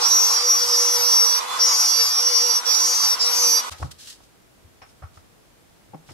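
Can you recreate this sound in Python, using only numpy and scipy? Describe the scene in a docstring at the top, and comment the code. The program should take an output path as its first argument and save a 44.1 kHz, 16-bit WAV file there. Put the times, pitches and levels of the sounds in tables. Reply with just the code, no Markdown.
"""Router on a wooden slab

A handheld router makes four cutting passes: band-shaped noise is the fan's rush, noise bursts are flying
chips, and a modulated tone is the shrill squeal of the two-flute bit.
The router ends abruptly. Then, in the quiet workshop, thuds, taps and swells of hiss are wooden pieces set
down and slid on the slab, and short ringing tones are a glue bottle's clicks.
"""
import sys
import numpy as np
from scipy import signal
from scipy.fft import rfft, irfft, next_fast_len
from scipy.io import wavfile
from scipy.ndimage import uniform_filter1d, map_coordinates

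SR = 44100
rng = np.random.default_rng(int(sys.argv[2]) if len(sys.argv) > 2 else 0)


def wrap_up_sound(samples):
    """Save the sound to the file named by the first command line argument, as 16-bit audio."""
    columns = np.atleast_2d(samples).T
    # keep every value between -1 and 1, then stretch to whole-number steps
    tamed = np.clip(columns, -1, 1)
    steps = np.round(tamed * 32767).astype(np.int16)
    wavfile.write(sys.argv[1], SR, steps)


N = 270333
TIME = np.arange(N) / SR
FRAME_HZ = 300  # slow changes of the tone lines are worked out this many times a second
FRAMES = np.arange(N * FRAME_HZ // SR + 2) / FRAME_HZ

# All levels in the tables are relative; the functions add the final balance.
# Motor speed, which sags under load. Each row: time in seconds, turns a second.
MOTOR_SPEED = [(0.03, 245.6), (0.22, 246.9), (0.41, 242.0), (0.53, 246.5), (0.66, 243.1), (0.98, 244.4),
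               (1.34, 242.0), (1.55, 248.6), (1.74, 245.2), (1.97, 242.6), (2.06, 240.0), (2.29, 244.3),
               (2.5, 241.6), (2.66, 245.4), (2.86, 245.3), (3.12, 240.6), (3.2, 244.5), (3.58, 243.6),
               (3.69, 246.5)]
# The bit is in the wood. Each row: start in seconds, end in seconds.
CUTS = [(0.005, 1.394), (1.598, 2.598), (2.657, 3.155), (3.195, 3.608)]
ENTRY_S, EXIT_S, SETTLE_S = 0.034, 0.026, 0.14  # easing in, easing out, steadying of the cut
ROUTER_END_S = 3.698

# Pitch of the chatter note, which sags with the load and starts flat. Each row: time in seconds, Hz.
NOTE_PITCH = [(0.022, 5703.0), (0.052, 5641.0), (0.075, 5689.0), (0.205, 5715.0), (0.342, 5683.0),
              (0.402, 5619.0), (0.499, 5720.0), (0.756, 5663.0), (0.853, 5699.0), (1.252, 5676.0),
              (1.265, 5658.0), (1.634, 5680.0), (1.659, 5661.0), (1.706, 5701.0), (2.05, 5645.0),
              (2.12, 5681.0), (2.19, 5643.0), (2.265, 5690.0), (2.415, 5678.0), (2.454, 5639.0),
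              (2.622, 5688.0), (2.664, 5640.0), (2.784, 5649.0), (2.796, 5699.0), (2.976, 5686.0),
              (3.023, 5650.0), (3.265, 5626.0), (3.36, 5692.0), (3.539, 5666.0), (3.599, 5698.0)]
# Strength of the chatter note, one curve a pass. Each row: time in seconds, level in dB.
NOTE_LEVEL = [
    [(0.007, -33.5), (0.052, -17.0), (0.107, -21.5), (0.122, -16.5), (0.254, -18.5), (0.359, -22.0),
     (0.369, -19.0), (0.414, -30.5), (0.509, -15.0), (0.599, -24.0), (0.631, -21.5), (0.683, -27.5),
     (0.731, -22.0), (0.746, -26.0), (0.791, -18.0), (0.863, -22.0), (0.963, -20.0), (0.985, -25.0),
     (1.08, -19.0), (1.225, -15.0), (1.247, -19.0), (1.384, -22.0)],
    [(1.606, -17.5), (1.626, -16.0), (1.674, -18.5), (1.694, -26.5), (1.719, -22.5), (1.776, -23.0),
     (1.806, -17.5), (1.871, -24.0), (1.911, -18.5), (1.966, -24.5), (2.018, -19.5), (2.05, -24.0),
     (2.063, -29.5), (2.118, -24.5), (2.198, -20.0), (2.217, -26.5), (2.275, -15.5), (2.31, -24.5),
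     (2.36, -17.0), (2.499, -25.0), (2.512, -18.0), (2.529, -24.5), (2.572, -18.5), (2.589, -23.0)],
    [(2.666, -24.0), (2.679, -21.0), (2.761, -20.5), (2.791, -27.5), (2.804, -20.5), (2.886, -19.5),
     (2.913, -25.0), (2.936, -21.0), (3.011, -25.0), (3.13, -19.5), (3.148, -25.5)],
    [(3.2, -28.0), (3.213, -25.5), (3.223, -30.0), (3.26, -22.0), (3.32, -26.0), (3.337, -20.0),
     (3.355, -27.5), (3.37, -23.5), (3.432, -25.5), (3.445, -22.0), (3.529, -18.5), (3.599, -22.0)],
]
# Strong sideband two shaft turns below the note, one curve a pass. Each row: time in seconds, level in dB.
TWO_TURNS_BELOW = [
    [(0.007, -36.5), (0.04, -25.0), (0.082, -34.0), (0.437, -31.5), (0.554, -38.0), (0.589, -31.5),
     (0.748, -24.0), (0.766, -31.0), (1.028, -30.5), (1.043, -27.0), (1.285, -31.5), (1.324, -29.0),
     (1.384, -33.5)],
    [(1.606, -26.0), (1.671, -30.5), (1.686, -22.5), (1.828, -29.0), (1.983, -28.5), (2.018, -25.0),
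     (2.06, -29.5), (2.212, -27.0), (2.227, -34.5), (2.315, -35.5), (2.365, -25.5), (2.392, -31.0),
     (2.494, -31.0), (2.589, -34.5)],
    [(2.666, -29.0), (2.739, -27.5), (2.829, -36.0), (2.946, -34.5), (2.963, -38.5), (2.996, -31.5),
     (3.098, -29.0), (3.148, -30.0)],
    [(3.2, -30.5), (3.22, -21.5), (3.258, -27.0), (3.28, -38.5), (3.3, -30.5), (3.345, -36.0),
     (3.512, -32.5), (3.599, -38.5)],
]
# Strong sideband four shaft turns below the note, one curve a pass. Each row: time in seconds, level in dB.
FOUR_TURNS_BELOW = [
    [(0.007, -34.5), (0.03, -28.0), (0.205, -36.5), (0.292, -32.0), (0.309, -37.5), (0.364, -27.0),
     (0.561, -37.5), (0.614, -27.0), (0.681, -38.0), (0.751, -25.5), (0.776, -33.5), (0.868, -29.0),
     (0.933, -33.0), (0.968, -25.5), (0.988, -29.5), (1.31, -31.5), (1.369, -27.0), (1.384, -32.5)],
    [(1.606, -26.5), (1.666, -35.5), (1.729, -25.5), (1.763, -31.5), (1.946, -25.0), (1.976, -27.5),
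     (2.01, -18.0), (2.055, -30.0), (2.113, -26.5), (2.145, -38.0), (2.202, -30.0), (2.22, -34.0),
     (2.362, -25.5), (2.484, -32.0), (2.499, -25.0), (2.589, -36.0)],
    [(2.666, -31.5), (2.724, -25.0), (2.786, -35.0), (2.799, -29.0), (3.051, -27.0), (3.085, -31.5),
     (3.11, -26.0), (3.148, -29.0)],
    [(3.2, -32.0), (3.22, -27.5), (3.268, -34.0), (3.4, -27.5), (3.552, -27.5), (3.587, -23.5),
     (3.599, -28.0)],
]
# Other parts of the squeal, one curve a pass.
# Each row: time in seconds, octave level in dB, level in dB of the sideband two turns above the note.
OVERTONES = [
    [(0.007, -42.5, -36.0), (0.1, -33.5, -26.5), (0.342, -33.5, -29.5), (0.402, -41.0, -37.5),
     (0.504, -32.5, -33.5), (0.751, -36.5, -32.0), (0.783, -34.0, -28.0), (1.038, -29.0, -33.0),
     (1.063, -29.0, -37.0), (1.09, -30.5, -31.0), (1.384, -36.0, -32.0)],
    [(1.606, -37.0, -36.0), (1.666, -37.0, -28.5), (1.746, -32.5, -27.0), (1.976, -34.5, -29.0),
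     (2.013, -32.5, -28.5), (2.115, -33.0, -33.0), (2.175, -40.0, -39.0), (2.292, -33.0, -31.5),
     (2.574, -37.0, -33.0), (2.589, -42.5, -37.5)],
    [(2.666, -40.5, -40.0), (2.689, -38.0, -40.5), (2.746, -34.5, -29.5), (2.886, -34.5, -24.0),
     (3.113, -32.5, -30.0), (3.13, -32.0, -34.0), (3.148, -38.5, -36.0)],
    [(3.2, -43.0, -45.5), (3.268, -37.5, -32.5), (3.29, -36.0, -36.0), (3.375, -31.0, -27.0),
     (3.44, -28.5, -23.5), (3.577, -31.0, -28.0), (3.599, -35.5, -34.5)],
]
# Sidebands fade away from the note. Each row: offset in shaft turns, level in dB.
SIDEBAND_SKIRT = [(-16, -23), (-8, -21), (-6, -15), (-4, 0), (2, 0), (4, -8), (6, -22), (16, -21)]
# Lines around the octave of the note. Each row: offset in shaft turns, dB against the octave level.
OCTAVE_LINES = [(-5, -42), (-5, -12.5), (0, 2), (5, -6.5), (0, -6), (1.5, -18), (7, -28)]
# The note swings between the ears as the router moves through its own reflections.
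# Each row: time in seconds, left minus right in dB.
NOTE_SWAY = [(0.022, -2.5), (0.04, -6.0), (0.307, 3.5), (0.357, -3.0), (0.856, 0.0), (0.995, 7.5),
             (1.043, -6.0), (1.24, 1.0), (1.277, -5.5), (1.619, 0.0), (1.659, 5.0), (1.721, -1.5),
             (1.783, 6.0), (1.98, -4.5), (2.045, 10.5), (2.135, -2.0), (2.352, 5.0), (2.474, -6.0),
             (2.572, 0.0), (2.779, -11.0), (2.794, -1.0), (2.966, 6.5), (3.006, -8.0), (3.048, -0.5),
             (3.108, -3.5), (3.128, 1.5), (3.312, -1.0), (3.33, 6.0), (3.46, -8.0), (3.485, 3.0),
             (3.517, -6.0), (3.599, -1.0)]
NOTE_WANDER_HZ = 3
NOTE_SWING_DB, SIDEBAND_SWING_DB = .75, 2.2
ENTRY_LOOSE = .8  # extra looseness of the note as the bit enters
ENTRY_ODD_DB = 5  # boost of the weak lines one and three turns below the note as the bit enters

# Lines from the flutes striking the wood. Each row: multiple of the shaft speed, level in dB.
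BITE_LINES = [(8, -53), (12, -52), (16, -45), (20, -42), (23, -45), (26, -48), (30, -55), (40, -54),
              (48, -58), (52, -62)]
# Colour of the chip spray. Each row: Hz, dB per Hz.
CHIP_COLOUR = [(300, -30), (1500, -13), (3000, -9), (4300, -2), (4900, 3), (5800, 3), (6900, -4),
               (9500, -4.5), (11000, -10), (12600, -12), (13300, -27), (15000, -45)]
# The bit's bending resonance under a rough bite. Each row: Hz, dB per Hz.
RASP_COLOUR = [(1500, -75), (3500, -61), (4500, 1), (5100, -6), (5750, 3), (6300, -17), (7500, -17),
               (12000, -74)]
# The bit grazes the wood or grabs at hard grain.
# Each row: peak time in seconds, half length in seconds, rasp level in dB.
GRABS = [(.05, .02, -38), (.38, .025, -35), (.62, .03, -37), (.745, .028, -34), (1.404, .012, -41),
         (1.575, .02, -39), (1.615, .02, -36), (1.7, .026, -34), (2.715, .045, -33), (3.222, .014, -28),
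         (3.255, .02, -34), (3.59, .022, -39)]
SCRAPE_DB = -35.5  # the rasp that goes on all through a cut

# Level of the fan's rush. Each row: time in seconds, level in dB.
FAN_LEVEL = [(0.0, -26.0), (0.087, -32.0), (0.853, -32.5), (0.893, -31.0), (1.327, -34.0), (1.584, -29.5),
             (1.631, -32.0), (2.105, -35.0), (2.35, -33.0), (2.39, -35.5), (2.627, -35.0), (2.686, -32.5),
             (3.12, -34.5), (3.445, -32.0), (3.627, -36.0), (3.679, -33.0)]
# Colour of the fan's rush. Each row: Hz, dB per Hz.
FAN_COLOUR = [(35, -77), (60, -36.5), (312, -16.5), (464, -8.5), (642, -6.5), (1050, 7), (1350, 1.5),
              (1790, -11), (2010, -5.5), (3190, -10), (3420, -7), (4740, -8), (6120, -10), (13200, -20.5),
              (15500, -65.5)]
# Hum of the two flutes. Each row: time in seconds, level in dB.
FLUTE_HUM = [(0.0, -37.5), (0.18, -46.0), (0.461, -37.0), (0.509, -45.5), (0.818, -33.0), (1.053, -36.5),
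             (1.367, -39.0), (1.404, -48.0), (1.734, -43.0), (1.811, -48.5), (1.993, -39.0), (2.083, -48.5),
             (2.165, -46.0), (2.222, -35.0), (2.517, -37.0), (2.627, -50.0), (2.671, -41.5), (2.731, -48.0),
             (3.071, -39.5), (3.18, -49.5), (3.218, -37.0), (3.452, -35.0), (3.579, -39.0), (3.637, -57.0),
             (3.679, -45.5)]
# The hum shifts between the ears as the router moves through standing waves.
# Each row: time in seconds, radians by which the left leads.
HUM_LEAD = [(.15, 1.8), (.45, 0), (1, 1.1), (1.1, -1.3), (1.35, -2.3), (1.7, -.5), (1.9, -2.6),
            (2.28, -1.4), (2.6, 2), (2.75, -1.4), (2.9, .8), (3, 2.5), (3.35, 2.7), (3.45, 1.6)]
# The motor's own lines. Each row: multiple of the shaft speed, level in dB.
WHINE_LINES = [(3, -62), (4, -52), (8, -54), (10, -61), (12, -55), (14, -53), (16, -55), (18, -58),
               (21, -64), (24, -56), (26, -60), (36, -62), (52, -69)]
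FREE_WHINE_DB = 4.5  # the motor whines more when the bit runs free
# One line of the motor sings out briefly.
# Each row: peak time in seconds, half length in seconds, level in dB.
SINGS = [(1.32, .035, -38), (1.525, .055, -36.5)]
SING_ORDER = 14  # multiple of the shaft speed
# The motor's low hum. Each row: time in seconds, shaft imbalance level in dB, mains level in dB.
LOW_HUM = [(0.0, -65.5, -69), (0.32, -62, -66), (0.37, -77, -75), (1.1, -77, -71), (1.16, -60, -97),
           (1.85, -82, -62.5), (2.41, -59, -75.5), (2.98, -77.5, -69.5), (3.4, -55.5, -74),
           (3.66, -61, -74)]
PATCHY_DB = 1.9  # depth in dB of a random level change across the noise

# Wood set down on the slab. Each row: time in seconds, thud level in dB, thud pitch in Hz,
# tap level in dB, tap's low edge in Hz, tap's high edge in Hz, seconds for the tap to fade by 60 dB.
KNOCKS = [(3.713, -42, 83.6, -40.5, 765, 2400, 0.24), (3.797, -41, 81, -36.5, 370, 1120, 0.048),
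          (3.815, -31.5, 83, -36, 330, 1000, 0.057), (3.825, -31.5, 80, -20, 674, 1560, 0.033),
          (3.841, -33, 135, -35, 250, 880, 0.073), (4.202, -61, 100.6, -47.5, 500, 1200, 0.057),
          (4.645, -48, 89, -65, 230, 695, 0.039), (4.816, -55, 100, -42.5, 810, 2540, 0.14),
          (5.02, -45, 90, -42.5, 646, 1600, 0.13), (5.035, -35, 90, -45, 1050, 1420, 0.095),
          (5.171, -49, 90, -40, 693, 1690, 0.042), (5.897, -54, 110, -67, 230, 700, .04),
          (5.933, -47, 153.4, -34, 303, 910, 0.047), (5.943, -39, 159, -26.5, 270, 815, 0.033),
          (6.087, -49, 131, -44, 700, 2480, 0.11), (6.106, -48, 100, -39, 300, 900, 0.051)]
# The slab's ring. Each row: pitch in Hz, width in Hz, level in dB.
SLAB_MODES = [(146, 100, -4), (284, 63, 8), (537, 100, 3), (810, 180, 1), (1125, 36, 0), (1265, 68, 1),
              (1600, 320, -3), (2120, 1000, -5.5), (5460, 220, 10.5)]
BLOW_DB = 20.5  # a contact's single push, over its scuffing
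# Hands and pieces sliding over the wood.
# Each row: peak time in seconds, half length in seconds, level in dB.
SLIDES = [(3.723, .014, -38), (3.816, 0.057, -50.5), (3.918, 0.0072, -41), (4.012, 0.025, -47),
          (4.089, 0.049, -43.5), (4.241, 0.026, -61), (4.826, 0.0064, -63.5), (4.897, 0.024, -62),
          (5.17, 0.033, -62), (6.111, 0.04, -55.5)]
# Colour of the sliding hiss. Each row: Hz, dB per Hz.
HISS_COLOUR = [(470, -53), (800, -20), (1910, -5.5), (2080, -13), (3020, -1), (4770, 0.5), (9090, -5),
               (15500, -19.5)]
# Clicks of the glue bottle. Each row: start in seconds, level in dB.
BOTTLE_CLICKS = [(4.824, -56), (4.888, -61)]
# The bottle's ring. Each row: pitch in Hz, level in dB, seconds to fade by 60 dB.
BOTTLE_MODES = [(2470, -17, 0.27), (5300, 4, 0.092), (5518, 0, 0.078), (6298, -7, 0.033)]
# Colour of the quiet room. Each row: Hz, dB per Hz.
ROOM_COLOUR = [(15, -35), (25, -14), (60, -4), (152, -8), (322, -9.5), (469, -11), (582, -13.5), (648, -13),
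               (848, -15.5), (945, -16.5), (2850, -22.5), (11800, -28), (15500, -34)]
TOP_HZ = 15700  # nothing is kept from here up


def router():
    """The motor runs until the abrupt end; the main chatter and chip sounds follow the passes."""
    speed = curves(MOTOR_SPEED)[0] + .3 * wobble(24)
    shaft = phase_of(speed)
    cutting = contact() * chatter(shaft) + chips(shaft)
    sound = motor(shaft) + workshop(cutting, t60=.3, wet_db=-15)
    return sound * np.clip((ROUTER_END_S - TIME) / 0.0013, 0, 1)


def chatter(shaft):
    """The bit rings at its bending note; each flute's bite modulates it: sidebands a shaft speed apart."""
    entry = unsettled()
    note_db = pass_curves(NOTE_LEVEL)[0]
    # a weak or newly started note is only loosely locked, so its level and pitch wander more
    loose = np.interp(note_db, [-29, -17], [2, .7]) + ENTRY_LOOSE * per_frame(entry)
    note_db = note_db + NOTE_SWING_DB * loose * per_frame(wobble(70))
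    jitter_hz = np.interp(TIME, FRAMES, loose) * (5 * wobble(55) + 7 * wobble(400))
    bend = phase_of(curves(NOTE_PITCH)[0] + NOTE_WANDER_HZ * wobble(16) + jitter_hz)

    overtone_db, above_db = pass_curves(OVERTONES)
    below_4_db, below_2_db = pass_curves(FOUR_TURNS_BELOW)[0], pass_curves(TWO_TURNS_BELOW)[0]
    orders, skirt_db = ladder(SIDEBAND_SKIRT, odd_db=-9)
    strong = [-4, -2, 0, 2]
    # every sideband swells with its strong neighbours
    share = np.array([np.interp(orders, strong, row) for row in np.eye(4)]).T
    level_db = share @ [below_4_db, below_2_db, note_db, above_db] + skirt_db
    # on entry one flute bites harder than the other, which fills the gaps below the note
    gaps = np.isin(orders, [-3, -1])[:, None]
    level_db = level_db + ENTRY_ODD_DB * gaps * per_frame(np.sqrt(entry))
    # the weak lines come and go, and each line has its own place between the ears
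    weak = ~np.isin(orders, strong)[:, None]
    note = (orders == 0)[:, None]
    level_db = level_db + weak * (5 * line_drift(orders, 9) - 1.5)
    level_db = level_db + ~note * (SIDEBAND_SWING_DB * line_drift(orders, 16) - 1.3)
    sway_db = note * curves(NOTE_SWAY, FRAMES) + np.where(note, 3, 7) * line_drift(orders, 9)
    flutter = np.where(note, .09, .27) * loose
    squeal = comb(shaft, orders, level_db + sides(sway_db), flutter, rate=38, carrier=bend)

    orders, octave_db = ladder(OCTAVE_LINES, odd_db=-13)
    octave_db = octave_db + overtone_db + 4 * line_drift(orders, 6)
    octave = comb(shaft, orders, octave_db, scatter=.6, rate=18, carrier=2 * bend)
    return amp(1.5) * squeal + amp(-6.0) * octave


def chips(shaft):
    """Flutes tear off chips: shaft-locked knocks, noise twice a turn, and a rasp through each cut that
    swells on grabs."""
    orders, bite_db = ladder(BITE_LINES, odd_db=-7)
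    strikes = comb(shaft, orders, bite_db + 6 * line_drift(orders, 5), scatter=1.5, rate=30)
    unevenness_db = 2.62 * wobble(24.96) + 3.5 * wobble(300)
    burst = np.exp(0.65 * np.cos(2 * shaft)) * amp(unevenness_db)
    spray = amp(-36.0) * unit(burst * patchy(noise(CHIP_COLOUR), PATCHY_DB))
    rasp_level = amp(SCRAPE_DB) * contact() + swells(GRABS)
    rasp = rasp_level * unit(burst * noise(RASP_COLOUR))
    return contact() * (amp(-1.5) * strikes + spray) + rasp


def motor(shaft):
    """Fan noise, the hum of two flutes passing each turn, shaft whine, imbalance and a trace of mains hum."""
    fan_db, flute_db = curves(FAN_LEVEL)[0], curves(FLUTE_HUM)[0]
    imbalance_db, mains_db = curves(LOW_HUM)
    rush = amp(fan_db + 2.0 + 1.4 * wobble(17)) * patchy(noise(FAN_COLOUR), PATCHY_DB)

    lead = curves(HUM_LEAD) * np.array([[.5], [-.5]])
    unsteady = .45 * np.array([wobble(24.15), wobble(25.14)])
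    flutes = amp(flute_db + 2.5 + 2.5 * wobble(22.04)) * np.sin(2 * shaft + lead + unsteady)

    sing = swells(SINGS) * comb(shaft, np.array([SING_ORDER]), 0, scatter=1, rate=40)
    whine_lines = comb(shaft, *ladder(WHINE_LINES, odd_db=-5), scatter=1, rate=14)
    whine = amp(FREE_WHINE_DB * (1 - contact())) * whine_lines

    imbalance_phase = shaft + np.array([[.7], [-.7]]) + 0.37 * wobble(5.18)
    imbalance = amp(imbalance_db + 4) * np.sin(imbalance_phase)
    mains = amp(mains_db + 2.0 + 2.9 * wobble(15)) * np.sin(2 * np.pi * 100 * TIME)
    return rush + flutes + whine + sing + imbalance + mains


def contact():
    """1 while the bit is in the wood, easing in and out at each end."""
    total = np.zeros(N)
    for start, end in CUTS:
        edge = np.minimum((TIME - start) / ENTRY_S, (end - TIME) / EXIT_S)
        total += np.sin(np.pi / 2 * np.clip(edge + .5, 0, 1)) ** 2
    return total


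def unsettled():
    """Jumps up as the bit enters the wood and dies away as the cut steadies."""
    total = np.zeros(N)
    for start, _ in CUTS:
        fade = np.exp(-np.maximum(TIME - start, 0) / SETTLE_S)
        total += fade * (TIME > start - ENTRY_S / 2)
    return total


def slab_response(f):
    """The slab's resonances, with neighbours in opposite sign."""
    total = 0
    for k, (centre, width, db) in enumerate(SLAB_MODES):
        damping = 1j * f * width
        total = total + (-1) ** k * amp(db) * damping / (centre * centre - f * f + damping)
    return total


def knocks():
    """Each contact bounces the slab on its bench and rings its modes; soft contacts are dull."""
    out = np.zeros((2, N))
    thud_t60, thud_rise = .075, .014  # seconds
    blows = np.bincount([round((s + 0.002984) * SR) for s, *_ in KNOCKS], minlength=N)
    grain = filtered(amp(BLOW_DB) * blows + rng.standard_normal((2, N)), slab_response)
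    t = np.arange(SR // 4) / SR
    for s, thud_db, thud_hz, tap_db, low_hz, high_hz, t60 in KNOCKS:
        start = round(s * SR)
        edges = np.clip([low_hz, high_hz], 50, SR / 3)
        band = signal.butter(2, edges, "band", fs=SR, output="sos")
        tap = unit(signal.sosfilt(band, np.roll(grain, -start, axis=1)[:, :len(t)]))
        tap = amp(tap_db + 3.5 - 60 * t / t60) * (1 - np.exp(-t / 0.0052)) * tap
        # the wide slab reaches the two ears slightly out of step
        bounce = np.sin(2 * np.pi * thud_hz * t + np.array([[0], [.8]]))
        thud = amp(thud_db + 18.5 - 60 * t / thud_t60) * (1 - np.exp(-t / thud_rise)) * bounce
        out[:, start:start + len(t)] += (tap + thud)[:, :N - start]
    return out


def slides():
    """Skin and wood brush the sanded slab: swells of grainy hiss."""
    return swells(SLIDES) * amp(2.5 + 1.7 * wobble(200)) * noise(HISS_COLOUR)


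def bottle():
    """The glue bottle gives small clicks, each a sum of fading sine tones."""
    out = np.zeros((2, N))
    t = np.arange(SR // 4) / SR
    for s, db in BOTTLE_CLICKS:
        ring = 0
        for hz, level, t60 in BOTTLE_MODES:
            tone = np.sin(2 * np.pi * (hz * t + rng.random((2, 1))))
            ring = ring + amp(db + level - 60 * t / t60) * tone
        out[:, round(s * SR):][:, :len(t)] += ring * (1 - np.exp(-t / .003))
    return out


def workshop(x, t60, wet_db):
    """A short diffuse answer from the walls: the sound is smeared by fading noise."""
    t = np.arange(SR // 2) / SR
    tail = rng.standard_normal((2, len(t))) * amp(-60 * t / t60) * (t > .004)
    echo = signal.fftconvolve(x, tail / np.linalg.norm(tail[0]), axes=1)[:, :N]
    return x + amp(wet_db) * echo


def room_tone():
    """Faint coloured noise of the quiet room, present once the router has ended."""
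    return amp(-55.0) * noise(ROOM_COLOUR) * (TIME > ROUTER_END_S)


def amp(db):
    """Decibels to gain."""
    return 10 ** (np.asarray(db) / 20)


def unit(x):
    """Scaled to an rms (average strength) of 1."""
    return x / np.sqrt(np.mean(np.abs(x) ** 2) + 1e-20)


def curves(rows, at=TIME):
    """The value of each column at the given times."""
    s, *cols = np.transpose(rows)
    return np.array([np.interp(at, s, c) for c in cols])


def pass_curves(passes):
    """The curves of all passes joined, one value a frame."""
    return curves(np.concatenate(passes), FRAMES)


def per_frame(x):
    """A full-rate curve read at the frame times."""
    return np.interp(FRAMES, TIME, x)


def wobble(rate):
    """A smooth random curve, rate knots a second."""
    return map_coordinates(rng.standard_normal(int(N * rate / SR) + 4), [TIME * rate], order=2)


def filtered(x, response):
    """x with each frequency multiplied by the response there."""
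    m = next_fast_len(N + SR // 4)
    return irfft(rfft(x, m) * response(np.fft.rfftfreq(m, 1 / SR)), m)[..., :N]


def noise(spectrum):
    """Coloured noise of rms 1, unrelated in the two channels."""
    f, db = np.transpose(spectrum)
    colour = lambda hz: amp(np.interp(np.log(hz + 1), np.log(f), db))
    return unit(filtered(rng.standard_normal((2, N)), colour))


def patchy(x, depth_db):
    """Noise whose level is varied at random over frequency and time."""
    z = signal.stft(x, nperseg=1024)[2]
    field = uniform_filter1d(rng.standard_normal(z.shape[1:]), size=4, axis=0)
    field = uniform_filter1d(field, size=5, axis=1)
    return unit(signal.istft(z * amp(depth_db * unit(field)), nperseg=1024)[1][:, :N])


def phase_of(hz):
    """Running phase, in radians, of a frequency curve."""
    return 2 * np.pi * np.cumsum(hz) / SR


def swells(rows):
    """Smooth bumps added up, each with its own peak time, half length and level."""
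    return sum(amp(db) * np.exp(-((TIME - s) / half) ** 2) for s, half, db in rows)


def drift(count, rate):
    """Smooth complex random curves of rms 1: channels x lines x frames."""
    z = rng.standard_normal((2, count, len(FRAMES), 2)) @ [1, 1j]
    hz = np.fft.fftfreq(len(FRAMES), 1 / FRAME_HZ)
    return unit(np.fft.ifft(np.fft.fft(z) * np.exp(-(hz / rate) ** 2)))


def line_drift(orders, rate):
    """One smooth random curve a line, shared by both channels."""
    return drift(len(orders), rate)[0].real


def ladder(points, odd_db):
    """Every whole multiple with its dB; two nearly equal flutes leave the odd ones weak."""
    k, db = np.transpose(points)
    orders = np.arange(round(k[0]), round(k[-1]) + 1)
    return orders, np.interp(orders, k, db)[:, None] + odd_db * (orders[:, None] % 2)


def comb(shaft, orders, db, scatter, rate, carrier=0, size=768):
    """Lines a shaft speed apart around a carrier, fluttering in level and slowly turning in phase."""
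    gains = amp(db) * (1 + scatter * drift(len(orders), rate)) / np.hypot(1, scatter)
    slow = drift(len(orders), 5.07)
    # a sideways source reaches the two ears out of step
    apart = np.array([.72, -.72])[:, None, None] + .6 * slow.imag
    gains = gains * np.exp(1j * (1.18 * slow[0].real + apart))
    turn = np.zeros((2, len(FRAMES), size), np.complex64)
    turn[:, :, orders] = gains.transpose(0, 2, 1)
    # the shape of one turn at each moment, read round and round at the shaft's angle
    shapes = np.fft.ifft(turn) * size
    where = [TIME * FRAME_HZ, shaft / (2 * np.pi) % 1 * size]
    wave = np.array([map_coordinates(w, where, order=1, mode="grid-wrap") for w in shapes])
    return np.sqrt(2) * (wave * np.exp(1j * carrier)).real


def sides(lean_db):
    """Left and right dB for a level difference, at constant power."""
    return -10 * np.log10((1 + amp(2 * np.array([-lean_db, lean_db]))) / 2)


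def scene():
    """The router a little to the right, then the handling noises over the room tone."""
    handling = workshop(knocks() + slides() + bottle(), t60=0.32, wet_db=-10.0)
    return router() * amp([[-.6], [.6]]) + handling + room_tone()


def record(dry):
    """Cuts off everything from the band limit up."""
    return filtered(dry, lambda hz: hz < TOP_HZ)


dry = scene()
out = record(dry)
wrap_up_sound(out)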